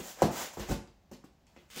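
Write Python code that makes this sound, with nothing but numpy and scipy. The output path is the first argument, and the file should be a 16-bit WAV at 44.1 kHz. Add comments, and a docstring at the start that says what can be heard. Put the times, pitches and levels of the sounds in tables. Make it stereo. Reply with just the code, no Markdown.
"""A garage with a concrete floor. A long cardboard box is rolled over: it slaps down on an edge, slides
under gloved hands with a hiss of catching fibres, tips and lands with a hollow thud of ringing walls
and squeezed air. Light knocks, ticks and skids follow as a blade is set to the tape and starts to tear
it in tiny snaps. The hard room rings briefly over a quiet rumble."""
import sys
import numpy as np
from scipy import signal
from scipy.fft import rfft, irfft, next_fast_len
from scipy.io import wavfile

SR = 44100
rng = np.random.default_rng(int(sys.argv[2]) if len(sys.argv) > 2 else 0)


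def transcribe(u):
    """Save the signal u as a 16-bit wav file named by the first command-line argument.

    u: samples, shape (n,) or (channels, n), limited to [-1, 1]; the rate is SR.
    q: integer samples, one column per channel.
    """
    v = np.clip(np.atleast_2d(u).T, -1, 1)
    q = np.round(v * 32767).astype(np.int16)
    wavfile.write(sys.argv[1], SR, q)


N = 79380


def amp(db):
    """Decibels to gain."""
    return 10 ** (np.asarray(db) / 20)


def unit(x):
    """Scaled to rms 1."""
    return x / np.sqrt(np.mean(x ** 2) + 1e-20)


def along(points, hz):
    """A curve of (frequency, value) points read on a log axis."""
    freqs, values = np.transpose(points)
    return np.interp(np.log(hz + 1), np.log(freqs + 1), values)


def filtered(x, response):
    """x shaped by a frequency response."""
    n = x.shape[-1]
    size = next_fast_len(n + SR // 4)
    return irfft(rfft(x, size) * response(np.fft.rfftfreq(size, 1 / SR)), size)[..., :n]


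def coloured(x, eq):
    """x through an EQ curve, at rms 1."""
    return unit(filtered(x, lambda hz: amp(along(eq, hz))))


def grains(rate, spread_db):
    """Tiny snaps at random times with log-normal sizes."""
    chance, size, sign = rng.random(N), rng.standard_normal(N), rng.choice([-1, 1], N)
    return (chance < rate / SR) * sign * amp(spread_db * size)


def add(track, start_s, sound):
    """Lay a sound into a track."""
    i = max(0, round(start_s * SR))
    track[..., i:i + sound.shape[-1]] += sound[..., :N - i]


# How alike the room is left and right: (frequency [Hz], correlation [0..1])
ROOM_LIKENESS = [(30, 0.59), (150, 1), (300, 0.18), (700, 0), (1500, 0), (15000, 0.069)]

def diffuse(pair):
    """Two unrelated signals become a room's left and right: centred bass, wide treble."""
    def mid_side_gains(hz):
        angle = np.arccos(np.clip(along(ROOM_LIKENESS, hz), -1, 1)) / 2
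        return np.array([np.cos(angle), np.sin(angle)])
    mid, side = filtered(pair, mid_side_gains)
    return np.array([mid + side, mid - side])


# Reverb decay: (frequency [Hz], t60 [s])
ROOM_DECAY = [(50, 0.7), (200, 0.31), (1000, 0.44), (4000, 0.29), (8000, 0.36), (15000, 0.16)]
# Reverb against the direct sound: (frequency [Hz], level [dB])
ROOM_SEND = [(50, -16), (150, -6), (400, -2), (1200, -1.5), (3000, 2), (15000, 0)]
PREDELAY_S, LEFT_LEADS_S, BALANCE_DB = .0035, .00013, -0.5
ECHO_LEFT_S, ECHO_RIGHT_S, ECHO_DB = .0054, .0039, -11.5

def garage(x):
    """The direct sound, a first bounce off a nearby surface and a short tail from the hard walls."""
    hz, t, noise = signal.stft(diffuse(rng.standard_normal((2, SR // 2))), SR, nperseg=256)
    t60 = along(ROOM_DECAY, hz)[:, None]
    gain = amp(along(ROOM_SEND, hz))[:, None] * np.sqrt(2 * np.log(1000) / (t60 * SR))
    tail = signal.istft(noise * gain * np.exp(-np.log(1000) * t / t60), SR, nperseg=256)[1]
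    tail = np.pad(tail, ((0, 0), (round(PREDELAY_S * SR), 0)))
    sides = np.array([[1], [-1]])
    direct = amp(BALANCE_DB * sides) * filtered(x, lambda f: np.exp(1j * np.pi * f * LEFT_LEADS_S * sides))
    echo = filtered(x, lambda f: np.exp(-2j * np.pi * f * np.array([[ECHO_LEFT_S], [ECHO_RIGHT_S]])))
    return direct + amp(ECHO_DB) * echo + signal.fftconvolve(x[None], tail, axes=1)[:, :len(x)]


# Room tone: (frequency [Hz], gain [dB])
RUMBLE_EQ = [(20, -13.5), (45, -1), (70, 3.5), (110, -6.5), (200, -2.5), (400, -12), (750, -10),
             (1200, -19.5), (3000, -23.5), (7000, -28), (9000, -39), (16000, -34.5)]

def room_tone(level_db=-64.5):
    """A steady bed of quiet, diffuse rumble."""
    return amp(level_db) * coloured(diffuse(rng.standard_normal((2, N))), RUMBLE_EQ)


def ring(modes, scatter_db, longest_t60_s=.28):
    """Struck resonances: damped sines of alternating sign, their levels varied on each call."""
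    out, t = np.zeros(SR // 2), np.arange(SR // 2) / SR
    for k, (hz, db, t60) in enumerate(modes):
        decay = amp(db + scatter_db * rng.standard_normal() - 60 * t / min(t60, longest_t60_s))
        out += (-1) ** k * decay * np.sin(2 * np.pi * hz * t)
    return out


# The box's hollow body: (frequency [Hz], level [dB], t60 before ring's cap [s])
BOX_MODES = [(150.2, -4, 0.18), (179.3, -7.5, 0.32), (209.4, 1, 0.21), (253.4, 2, 0.14), (291.3, -6, 0.204),
             (320, -17, 0.171), (355.3, 0.5, .28), (465, -5, .18), (489.4, -10.5, 0.12), (556.3, -5.5, .2),
             (691.6, -5, 0.11), (747, -12.5, 0.1), (780, 2, 0.07), (880, -4, 0.2), (1102, -18, 0.13)]
# Air squeezed under and inside the box: (frequency [Hz], level [dB], t60 [s])
AIR_MODES = [(50.4, -7.5, 0.26), (72.7, -3.5, 0.16), (116.3, -2, 0.044)]
# Dense flexing of the walls: (frequency [Hz], gain [dB])
PANEL_EQ = [(60, -31), (150, 4), (400, 2), (800, -6), (1150, 0), (1600, -4), (3000, -25.5), (8000, -39)]
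# Crushed card: (frequency [Hz], gain [dB])
CRUNCH_EQ = [(200, -22.5), (800, -11.5), (2500, -3.5), (4500, -3), (7200, -6.5), (9500, -14),
             (13000, -10.5), (16000, -16)]
# Hits on the box: (time [s], slap level [dB], slap pitch [Hz], hollow level [dB],
# hollow low-pass [Hz], thump level [dB], crunch level [dB])
BOX_HITS = [(0.0, -43, 273, -39, 577, -44.5, -41), (0.2203, -8, 451, -25.5, 1900, -32, -32.5),
            (0.2273, -25, 970, -39, 1980, -41, -54), (0.2296, -19, 470, -32, 900, -58, -45),
            (0.2340, -21, 132.4, -38, 406, -26.5, -57.5), (0.2440, -21.5, 240, -31.5, 500, -42, -56),
            (0.2537, -19, 146, -35, 260, -40, -41.5), (0.5704, -35.5, 495, -39, 1100, -39, -58),
            (0.5960, -34, 280, -41, 690, -32.5, -40.5), (0.6880, -35, 505, -37.5, 1013, -60, -41),
            (0.6950, -26.5, 209, -30.5, 400, -26.5, -43), (0.7112, -23.5, 227, -31, 900, -39, -37),
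            (0.7190, -25, 80.8, -43, 397, -26, -56), (0.7430, -37, 125.7, -36.5, 350, -47, -64),
            (1.1140, -42, 357, -43.5, 706, -53, -52), (1.1400, -44, 169, -51, 497, -69, -70.5),
            (1.2391, -47.5, 793, -59, 1790, -78, -81), (1.2416, -44, 203.7, -62, 500, -72, -60.5),
            (1.5630, -50.5, 450, -55, 1200, -91.5, -76.5)]
SLAP_CYCLES, SLAP_BEND_CYCLES = 0.59, 0.73
MODES_DB, PANEL_DB, PANEL_T60_S, CRUNCH_T60_S = -8.5, 0.5, .11, 0.061
FIBRES_PER_S, FIBRE_SPREAD_DB = 9000, 4

def knocks():
    """Each blow slaps one wall, rings the hollow box, pushes out air and crushes a little card."""
    out, t = np.zeros((2, N)), np.arange(SR // 2) / SR
    for s, slap_db, slap_hz, hollow_db, lowpass_hz, thump_db, crunch_db in BOX_HITS:
        cycles = slap_hz * t
        age = cycles / SLAP_CYCLES  # the slap's envelope peaks at 1
        bend = SLAP_BEND_CYCLES * (1 - np.exp(-age))  # starts sharp, falls toward its pitch
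        slap = -age * np.exp((1 - age ** 2) / 2) * np.sin(2 * np.pi * (cycles + bend))
        panels = coloured(rng.standard_normal(len(t)), PANEL_EQ) * amp(PANEL_DB - 60 * t / PANEL_T60_S)
        hollow = (panels + amp(MODES_DB) * ring(BOX_MODES, scatter_db=2)) * (1 - np.exp(-t / 0.0017))
        hollow = signal.lfilter(*signal.butter(2, lowpass_hz, fs=SR), hollow)
        thump = ring(AIR_MODES, scatter_db=3.5) * (1 - np.exp(-t / 0.0036))
        fibres = grains(FIBRES_PER_S, FIBRE_SPREAD_DB)[:len(t)]
        crunch = coloured(fibres, CRUNCH_EQ) * amp(-60 * t / CRUNCH_T60_S)
        hit = amp(slap_db) * slap + amp(hollow_db) * hollow + amp(thump_db) * thump
        add(out, s, garage(hit + amp(crunch_db) * crunch))
    return out


# Bright surface friction: (frequency [Hz], gain [dB])
HISS_EQ = [(300, -20.5), (1500, -14.5), (2600, -4.5), (4200, -4.5), (6200, 0), (7400, 0.5), (8600, -10),
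           (11000, -6.5), (12800, -6), (16000, -6)]
# The walls' dull answer: (frequency [Hz], gain [dB])
BODY_EQ = [(80, -32.5), (200, -1.5), (350, -5.5), (570, 1.5), (900, -0.5), (1450, -5.5), (1590, -7),
           (1720, -3.5), (2400, -7), (5000, -12), (12000, -36)]
# Card sliding on gloves and floor: (peak time [s], rise [s], fall [s], hiss level [dB], body level [dB])
STROKES = [(0.005, 0.035, 0.015, -109, -51), (0.083, 0.064, 0.041, -46, -50.5),
           (0.217, 0.043, 0.05, -52.5, -45.5), (0.323, 0.016, 0.072, -47, -46.5),
           (0.41, 0.054, 0.056, -42, -41), (0.541, 0.012, 0.009, -51, -56),
           (0.618, 0.047, 0.027, -52, -44.5), (0.714, 0.039, 0.026, -47.5, -43.5),
           (1.49, 0.016, 0.043, -86, -85), (1.605, 0.11, 0.079, -76.5, -70.5)]
SING_HZ, SING_WIDTH_HZ, SING_DB = 1556, 31, -14

def slides(patches=6):
    """Fibres catch and slip as each stroke swells and fades; a stiff edge sings as it is rubbed."""
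    t, hiss, body = np.arange(N) / SR, np.zeros(N), np.zeros(N)
    for peak_s, rise, fall, hiss_db, body_db in STROKES:
        speed = np.exp(-((t - peak_s) / np.where(t < peak_s, rise, fall)) ** 2)
        hiss += amp(hiss_db) * speed
        body += amp(body_db) * speed
    slips = lambda: grains(FIBRES_PER_S / patches, FIBRE_SPREAD_DB)
    rub = sum(garage(hiss * coloured(slips(), HISS_EQ) + body * coloured(slips(), BODY_EQ))
              for _ in range(patches))
    edge = unit(signal.lfilter(*signal.iirpeak(SING_HZ, SING_HZ / SING_WIDTH_HZ, fs=SR), slips()))
    return rub / np.sqrt(patches) + garage(amp(SING_DB) * body * edge)


# Sharp ticks of blade, tape and card: (time [s], level [dB], low-pass [Hz])
TICK_CUES = [(0.2205, -29.5, 15000), (0.2262, -30.5, 9000), (0.536, -50.5, 14000), (0.709, -39, 10100),
             (0.715, -51, 14000), (0.874, -49, 6100), (1.114, -64, 11000), (1.134, -47.5, 9000),
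             (1.138, -50, 16000), (1.2457, -57.5, 18000), (1.254, -64, 18000), (1.468, -52, 7560),
             (1.485, -67, 6000), (1.604, -68.5, 16000), (1.702, -44.5, 8000), (1.762, -35, 16000),
             (1.774, -36, 8800), (1.797, -30, 14000)]

def ticks(t60_s=0.015):
    """Short, crisp snaps, each with its own loudness and brightness."""
    out, t = np.zeros(N), np.arange(SR // 8) / SR
    for s, db, lowpass_hz in TICK_CUES:
        snap = coloured(rng.standard_normal(len(t)), CRUNCH_EQ) * amp(db - 60 * t / t60_s)
        add(out, s, signal.lfilter(*signal.butter(2, lowpass_hz, fs=SR), snap))
    return garage(out)


# Midrange scratch of blade on card: (frequency [Hz], gain [dB])
SKID_EQ = [(200, -20), (500, 8), (1000, -7), (1700, -1), (2400, 2.5), (3200, -2.5), (4200, -5),
           (15000, -38)]
# Blade skids: (time [s], level [dB])
SKID_CUES = [(1.123, -54), (1.563, -53)]
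TEARS_PER_S, TEAR_SPREAD_DB = 3200, 5.5

def blade_skids(t60_s=0.053):
    """The blade catches in the card and skids briefly."""
    out, t = np.zeros(N), np.arange(N) / SR
    for s, db in SKID_CUES:
        add(out, s, coloured(grains(TEARS_PER_S, TEAR_SPREAD_DB), SKID_EQ) * amp(db - 60 * t / t60_s))
    return garage(out)


# Rasp of tearing tape: (frequency [Hz], gain [dB])
TAPE_EQ = [(150, -31), (500, -7.5), (800, -9.5), (1300, -2.5), (3200, 2.5), (5000, 0), (7300, -6.5),
           (9500, -8), (15000, -11)]
# The cut's envelope, following the force on the blade: (time [s], level [dB])
CUT_ENVELOPE = [(1.66, -102.5), (1.698, -64), (1.704, -53.5), (1.751, -48), (1.759, -47), (1.778, -37),
                (1.8, -53)]

def tape_cut(spots=3, ring_db=-1, ring_exponent=2.15, ring_lowpass_hz=310):
    """The blade tears the tape in small snaps; pressed harder, it rings the box's low modes."""
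    times, db = np.transpose(CUT_ENVELOPE)
    force = amp(np.interp(np.arange(N) / SR, times, db - db.max()))
    out = np.zeros((2, N))
    for _ in range(spots):
        tears = grains(TEARS_PER_S / spots, TEAR_SPREAD_DB)
        box = signal.fftconvolve(tears, ring(BOX_MODES, scatter_db=4))[:N]
        box = unit(signal.lfilter(*signal.butter(1, ring_lowpass_hz, fs=SR), box))
        out += garage(force * coloured(tears, TAPE_EQ) + amp(ring_db) * force ** ring_exponent * box)
    return amp(db.max()) * out / np.sqrt(spots)


def scene():
    """Box and blade over the garage's quiet rumble."""
    return room_tone() + knocks() + slides() + ticks() + blade_skids() + tape_cut()


TOP_HZ = 15830

def record(dry):
    """A steep high cut on the mix, fading out across 200 Hz."""
    return filtered(dry, lambda hz: np.clip((TOP_HZ - hz) / 200 + .5, 0, 1))


dry = scene()
out = record(dry)
transcribe(out)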